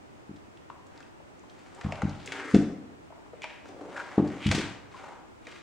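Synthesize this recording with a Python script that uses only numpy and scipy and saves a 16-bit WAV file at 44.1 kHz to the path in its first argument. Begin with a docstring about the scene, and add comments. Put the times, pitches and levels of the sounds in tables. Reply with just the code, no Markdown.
"""A dog and a kitten wrestle on a wooden floor in a small, bare room with a quiet, steady background.
Soft scuffs, claw clicks and a faint thump come first; thumps at 1.9 s lead to the hardest at 2.5 s.
Pats follow from 3.1 s, then a juddering paw at 3.7 s and two squeals of a pad just before 4 s.
Thumps and claws crowd together from 4.2 to 4.6 s; a squeal, scuffs and a last tap close the bout.
Landings are smooth pulses with a wall echo and modes; claws, pats and strokes are shaped noise."""
import sys
import numpy as np
from scipy import signal
from scipy.fft import rfft, irfft
from scipy.io import wavfile

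SR = 44100
rng = np.random.default_rng(int(sys.argv[2]) if len(sys.argv) > 2 else 0)


def put_to_file(sound):
    """Save the sound as 16-bit audio at rate SR, in the file named by the first command-line argument."""
    columns = np.atleast_2d(sound).T  # one column per channel
    safe = np.clip(columns, -1, 1)
    whole_steps = np.round(safe * 32767)
    wavfile.write(sys.argv[1], SR, whole_steps.astype(np.int16))


N = 247842
TIME = np.arange(N) / SR

# strokes of fur (broad) and pads (narrow) over the wood, reaching so far either side of the centre:
# height_s, swell_s (and fade), level_db, centre_hz, reach_octaves
STROKES = [(.98, 0.076, -57, 960, 1.04), (1.72, 0.24, -59, 1170, 1.24), (1.93, 0.17, -45, 720, 0.75),
           (2.18, 0.28, -55.5, 2360, 0.77), (2.345, 0.066, -40, 1200, 0.94),
           (2.385, 0.13, -43.5, 350, 0.42), (2.45, 0.13, -42, 1550, 0.43), (2.549, 0.093, -49, 2600, 1.44),
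           (3.438, 0.015, -39, 2410, 0.27), (3.509, 0.11, -52, 2180, 0.42), (3.68, 0.022, -57, 2600, 1.2),
           (3.83, 0.17, -44, 420, 0.75), (3.985, 0.082, -41.5, 944, 0.99), (4.135, 0.047, -45.5, 950, 0.81),
           (4.33, 0.28, -50, 1300, 0.92), (4.446, 0.033, -39.5, 2620, 0.32), (4.559, 0.11, -38, 1440, 1.04),
           (4.98, 0.075, -52.5, 1460, 0.99), (5.06, 0.096, -45.5, 770, 0.78),
           (5.525, 0.076, -49.5, 1630, 0.88)]


def undb(db):
    """Level to amplitude: 20 dB is a factor of ten."""
    return 10 ** (np.asarray(db) / 20)


def unit(x):
    """Normalisation to an rms amplitude of 1."""
    return x / np.sqrt(np.mean(x ** 2))


def t60_decay(t, t60):
    """Exponential decay: the amplitude falls by 60 dB in the time t60."""
    return np.exp(-np.log(1000) * t / t60)


def along(points, hz):
    """Interpolation of (Hz, value) points on a logarithmic frequency axis."""
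    f, value = np.transpose(points)
    return np.interp(np.log(hz), np.log(f), value)


def colour(x, points):
    """Linear filtering: the spectrum is multiplied by a gain curve of (Hz, dB) points."""
    n = x.shape[-1]
    hz = np.fft.rfftfreq(n, 1 / SR) + 1  # kept above zero for the logarithm
    return irfft(rfft(x) * undb(along(points, hz)), n)


def band(x, hz, octaves, order=1):
    """Resonance as a causal band-pass, reaching so many octaves either side of its centre."""
    reach = 2 ** max(abs(octaves), .03)
    edges = [min(hz / reach, .3 * SR), min(hz * reach, .45 * SR)]
    b, a = signal.butter(order, edges, "bandpass", fs=SR)
    return signal.lfilter(b, a, x)


def add(track, s, sound):
    """Superposition: mix a sound into a track from time s on."""
    start = int(round(s * SR))
    lo, hi = max(start, 0), min(start + len(sound), N)
    track[lo:hi] += sound[lo - start:hi - start]


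def convolve(x, response):
    """Linear response: each sample of the track excites the impulse response."""
    return signal.fftconvolve(x, response)[:N]


def diffuse(n, spread):
    """Partial coherence: two channels share a mid noise and take a side noise in opposite phase."""
    mid, side = rng.standard_normal((2, n))
    side = colour(side, spread)
    return np.array([mid + side, mid - side])


def house(level_db=-55.5):
    """Stationary noise: the quiet, steady rush of the house has a fixed spectrum."""
    # spectral density of the rush, relative: freq_hz, density_db (per Hz)
    house_spectrum = [(25, -11), (60, 0), (95, 4), (150, 0), (210, 1), (330, 4.5), (480, -1.5), (800, -3.5),
                      (1500, -10), (2500, -15), (4200, -23), (8000, -25), (10000, -33), (12000, -46),
                      (14000, -36)]
    # unlikeness of the two channels: freq_hz, side_minus_mid_db
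    house_spread = [(60, 4), (200, 2.5), (1300, 4), (4400, 1.5), (15000, -1.5)]
    rush = colour(diffuse(N, house_spread), house_spectrum)
    return undb(level_db) * rush / np.std(rush.mean(axis=0))


def room(x, build_s=0.003):
    """Diffuse reverberation: it builds up over the first reflections, then each band dies at its own rate."""
    # reverberation time of the room: freq_hz, t60_s
    room_t60 = [(80, 0.79), (300, 0.91), (1000, 0.83), (2500, 0.61), (6000, 0.51), (14000, 0.1)]
    # unlikeness of the two channels: freq_hz, side_minus_mid_db
    room_spread = [(40, -20), (110, -0.5), (330, -18.5), (700, -19), (2400, -7.5), (6000, -2), (12000, -1)]
    t = TIME[:SR]
    hz = np.arange(SR // 2 + 1) + 1
    spectrum = rfft(diffuse(SR, room_spread))
    centres, t60s = np.transpose(room_t60)
    tail = 0
    for t60, pick in zip(t60s, np.eye(len(centres))):
        share = np.interp(np.log(hz), np.log(centres), pick)  # overlapping bands that sum to 1
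        tail = tail + irfft(spectrum * share, SR) * t60_decay(t, t60)
    tail = tail * (1 - np.exp(-(t / build_s) ** 2))
    responses = unit(tail) / np.sqrt(SR)
    return np.array([convolve(x, response) for response in responses])


def stroke_hiss_db(hz, octaves, base_db=-11, ref_hz=1230, db_per_octave=5.5, db_per_reach=18):
    """Spectral tilt of friction: higher and broader strokes hiss more."""
    return base_db + db_per_octave * np.log2(hz / ref_hz) + db_per_reach * (octaves - 1)


def stroke(t, rise, fall, hz, octaves, grains_hz=1500, grain_db=4.0, catch_db=3.5, catch_hz=110,
           hiss_hz=6000, skirt_db=-15):
    """Friction: hairs and pads catch and let go in dense tiny slips as the pressure swells and fades."""
    size, grip, hairs = rng.standard_normal((3, len(t)))
    slipping = rng.random(len(t)) < grains_hz / SR
    slips = slipping * np.sign(hairs) * undb(grain_db * size)
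    # the grip wanders irregularly
    catch = undb(catch_db * np.interp((t - t[0]) * catch_hz, np.arange(len(t)), grip))
    core = unit(band(slips, hz, octaves, order=2))
    skirt = unit(band(slips, hz, octaves))  # gentler slopes below and above
    rub = core + undb(skirt_db) * skirt
    hiss = undb(stroke_hiss_db(hz, octaves)) * unit(band(hairs, hiss_hz, 0.97))
    pressure = np.exp(-(t / np.where(t < 0, rise, fall)) ** 2)
    return unit(pressure * catch * (unit(rub) + hiss)) * np.sqrt(np.mean(pressure ** 2))


def scuffs(near_db=-2, room_db=-5, squeal_room_db=-13):
    """Sliding friction: scuffs swell and fade evenly; squeals are narrow bands that rise fast."""
    # a pad squealing on the varnish: height_s, level_db, pitch_hz
    squeal_rows = [(3.968, -35, 1494), (3.999, -35.5, 1480), (4.955, -45, 1050)]
    rise_s, fall_s, squeal_octaves = 0.011, 0.03, .11
    rubs, squeals = np.zeros(N), np.zeros(N)
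    t = np.arange(-SR // 2, SR // 2) / SR  # zero at the height of the stroke
    for s, swell_s, db, hz, octaves in STROKES:
        add(rubs, s + t[0], undb(db) * stroke(t, swell_s, swell_s, hz, octaves))
    for s, db, hz in squeal_rows:
        add(squeals, s + t[0], undb(db) * stroke(t, rise_s, fall_s, hz, squeal_octaves))
    near = undb(near_db) * (rubs + squeals)
    return near + undb(room_db) * room(rubs + undb(squeal_room_db) * squeals)


def taps(rows, order, room_db, attack_s=0.00032):
    """Impact: a brief crack of noise, coloured by the spot that it hits and answered by the room."""
    out, t = np.zeros(N), TIME[:SR // 16]
    seating = 1 - np.exp(-t / attack_s)  # the claw or pad seats itself
    for s, db, hz, decay_ms, octaves in rows:
        decay = np.exp(-t * 1000 / decay_ms)
        burst = rng.standard_normal(len(t)) * decay * seating
        crack = unit(band(burst, hz, octaves, order=order))
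        add(out, s, undb(db) * crack * np.sqrt(np.mean(decay ** 2)))
    return out + undb(room_db) * room(out)


def judder(count=6, start_s=3.735, rate_hz=34, jitter_s=0.00225, level_db=-40, scatter_db=4.0,
           centre_hz=517, decay_ms=2.2):
    """Stick-slip: a sliding paw sticks and lets go in a short run of dull knocks."""
    rows = []
    for k, (late, force) in enumerate(rng.standard_normal((count, 2))):
        s = start_s + k / rate_hz + jitter_s * late
        rows.append((s, level_db + scatter_db * force, centre_hz, decay_ms))
    return rows


def pats(reach_octaves=0.4):
    """Soft impact: yielding pads and smacking jaws give dull knocks, low in pitch."""
    # jaws smacking and pads patting: start_s, level_db, centre_hz, decay_ms
    pat_rows = [(.7000, -30.5, 910, 2.3), (1.201, -46.5, 620, 7.4), (1.437, -46.5, 740, 3.9),
                (1.922, -28, 590, 4.5), (2.020, -27.5, 600, 6.3), (2.546, -27.5, 560, 14.4),
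                (3.102, -44.5, 700, 6.7), (3.123, -40, 764, 3.2), (3.161, -47, 846, 2.8),
                (3.262, -44.5, 750, 2.1), (3.333, -38, 503, 7.8), (3.440, -34, 805, 10.4),
                (4.1785, -26.5, 698, 14), (4.514, -31, 575, 17), (5.4682, -42.5, 440, 6.6)]
    rows = [(s, db, hz, ms, reach_octaves) for s, db, hz, ms in pat_rows + judder()]
    return taps(rows, order=2, room_db=-6.5)


def skitter(count=12, over_stroke_db=-7, scatter_db=2.0, centre_hz=2600, scatter_octaves=.5,
            decay_ms=0.72, above_hz=600):
    """Random grazing impacts: claws touch the wood in the brighter strokes, harder in stronger ones."""
    rows = []
    chance = rng.standard_normal((len(STROKES), count, 3))
    for (s, swell_s, db, hz, _), draws in zip(STROKES, chance):
        if hz <= above_hz:  # duller strokes are made by fur and pads alone
            continue
        for when, force, spot in draws:
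            graze_s = s + swell_s * np.tanh(when)
            graze_db = db + over_stroke_db + scatter_db * force
            rows.append((graze_s, graze_db, centre_hz * 2 ** (scatter_octaves * spot), decay_ms))
    return rows


def claws(reach_octaves=0.3, ref_hz=2200, ref_ms=5.2, pitch_power=0.25, decay_power=1):
    """Hard impact: bright clicks, the broader in band the sharper and longer the strike."""
    # claws striking the wood: start_s, level_db, centre_hz, decay_ms
    claw_rows = [(0.3604, -57.5, 3100, 8.5), (0.5726, -51, 2640, 2.7), (.867, -55, 7000, 3),
                 (.9765, -46, 4500, 1.2), (1.004, -40.5, 1470, 1.9), (1.027, -45.5, 2600, 1.6),
                 (1.394, -55, 6400, 3.1), (1.497, -52.5, 3330, 6), (1.7478, -50, 7400, 4.3),
                 (1.811, -38, 1330, 7.1), (1.842, -44, 1500, 7.7), (1.922, -28.5, 2300, 2.7),
                 (1.9555, -42, 2596, 3.5), (2.019, -26, 1400, 2.8), (2.0942, -45, 4500, 3.8),
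                 (2.259, -41.5, 5900, 13), (2.2744, -31.5, 2270, 2.8), (2.32, -29, 1860, 6.1),
                 (2.545, -28.5, 2080, 7.7), (3.4192, -33.5, 2300, 2.2), (3.442, -30.5, 2080, 2.2),
                 (3.656, -43.5, 1430, 2.8), (4.12, -37, 1260, 1.6), (4.2744, -48.5, 4070, 7.5),
                 (4.466, -25.5, 2700, 5.1), (4.489, -27.5, 2390, 2.6), (4.513, -21, 1760, 10.4),
                 (4.5476, -29, 1990, 21.4), (4.583, -31, 2100, 9.8), (5.4688, -36, 2040, 3.2)]
    rows = []
    for s, db, hz, ms in claw_rows + skitter():
        octaves = reach_octaves * (hz / ref_hz) ** pitch_power * (ms / ref_ms) ** decay_power
        rows.append((s, db, hz, ms, octaves))
    return taps(rows, order=1, room_db=-7)


def thumps(near_db=-10.0, boom_db=-33, board_db=-5, board_hz=240, board_s=0.0051, room_db=-11,
           wall_s=.0182, springiness=3.64):
    """Modal excitation: a landing flexes the boards, a wall returns the push and standing waves ring on."""
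    # bodies landing, levels before the mix, echo and ringing relative to the landing:
    # dip_s, peak_db, pitch_hz, echo_db, ringing_db
    landings = [(0.2951, -36.5, 190, 10, 4.5), (1.8504, -22.5, 113, 8, 2.5), (2.036, -23.5, 129, 15.5, 7.5),
                (2.5414, -14.5, 165, 13.5, 1), (2.5458, -8.5, 225, 8, 5.5), (4.1813, -14.5, 254, 7, 9.5),
                (4.463, -16.5, 129, -5, 3.5), (4.492, -14, 107.8, 6, -4.5), (4.55, -12.5, 157, -14, -8.5),
                (4.582, -25, 287, 9, 8.5)]
    # standing waves of the boards and the room: freq_hz, level_db, t60_s
    standing_waves = [(44.4, -22.5, 0.36), (77.3, -31, 0.83), (95.3, -18.5, 0.36), (148.7, -16, 0.27),
                      (198.4, -18, 0.36), (212.9, -14, 0.24), (262, -20, 0.4), (284, -23, 0.59),
                      (299.5, -16, 0.55), (345, -20.5, 0.38), (399, -21, 0.21), (443, -22, 0.4),
                      (550, -46, 0.14)]
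    push, drive = np.zeros(N), np.zeros(N)
    t = np.arange(-SR // 20, SR // 20) / SR
    for s, db, hz, echo_db, ring_db in landings:
        # a smooth dip and return, with a swing to either side that grows with springiness (3-8)
        pulse = np.real((1 - 2j * np.pi * hz * t / (springiness - 1)) ** -springiness)
        flex = -undb(db) * pulse
        add(push, s + t[0], flex)
        add(push, s + t[0] + wall_s, -undb(echo_db) * flex)  # the echo comes back inverted
        add(drive, s + t[0], undb(ring_db) * flex)
    t = TIME[:SR]
    # the struck board swings a few times more
    board = np.exp(-t / board_s) * np.cos(2 * np.pi * board_hz * t) / (board_s * SR / 2)
    near = push + undb(board_db) * convolve(push, board)
    modes = sum(undb(db) * t60_decay(t, t60) * np.cos(2 * np.pi * hz * t)
                for hz, db, t60 in standing_waves)
    boom = convolve(drive, modes)
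    return undb(near_db) * near + undb(boom_db) * boom + undb(room_db) * room(drive)


def scene(left_db=0.85):
    """Level panning: the scuffle lies a little to the left, over the background."""
    # treble response of the microphone: freq_hz, gain_db
    treble = [(7500, -0.5), (9500, -7.5), (11000, -15), (12200, -39), (13500, -16), (15500, -16.5)]
    scuffle = colour(thumps() + claws() + pats() + scuffs(), treble)
    return scuffle * undb([[left_db], [-left_db]]) + house()


def record(dry, top_hz=15800):
    """Band limiting: a steep elliptic low-pass cuts the top of the spectrum."""
    low_pass = signal.ellip(8, .2, 70, top_hz, fs=SR, output="sos")  # ripple and stop band in dB
    return signal.sosfilt(low_pass, dry)


dry = scene()
out = record(dry)
put_to_file(out)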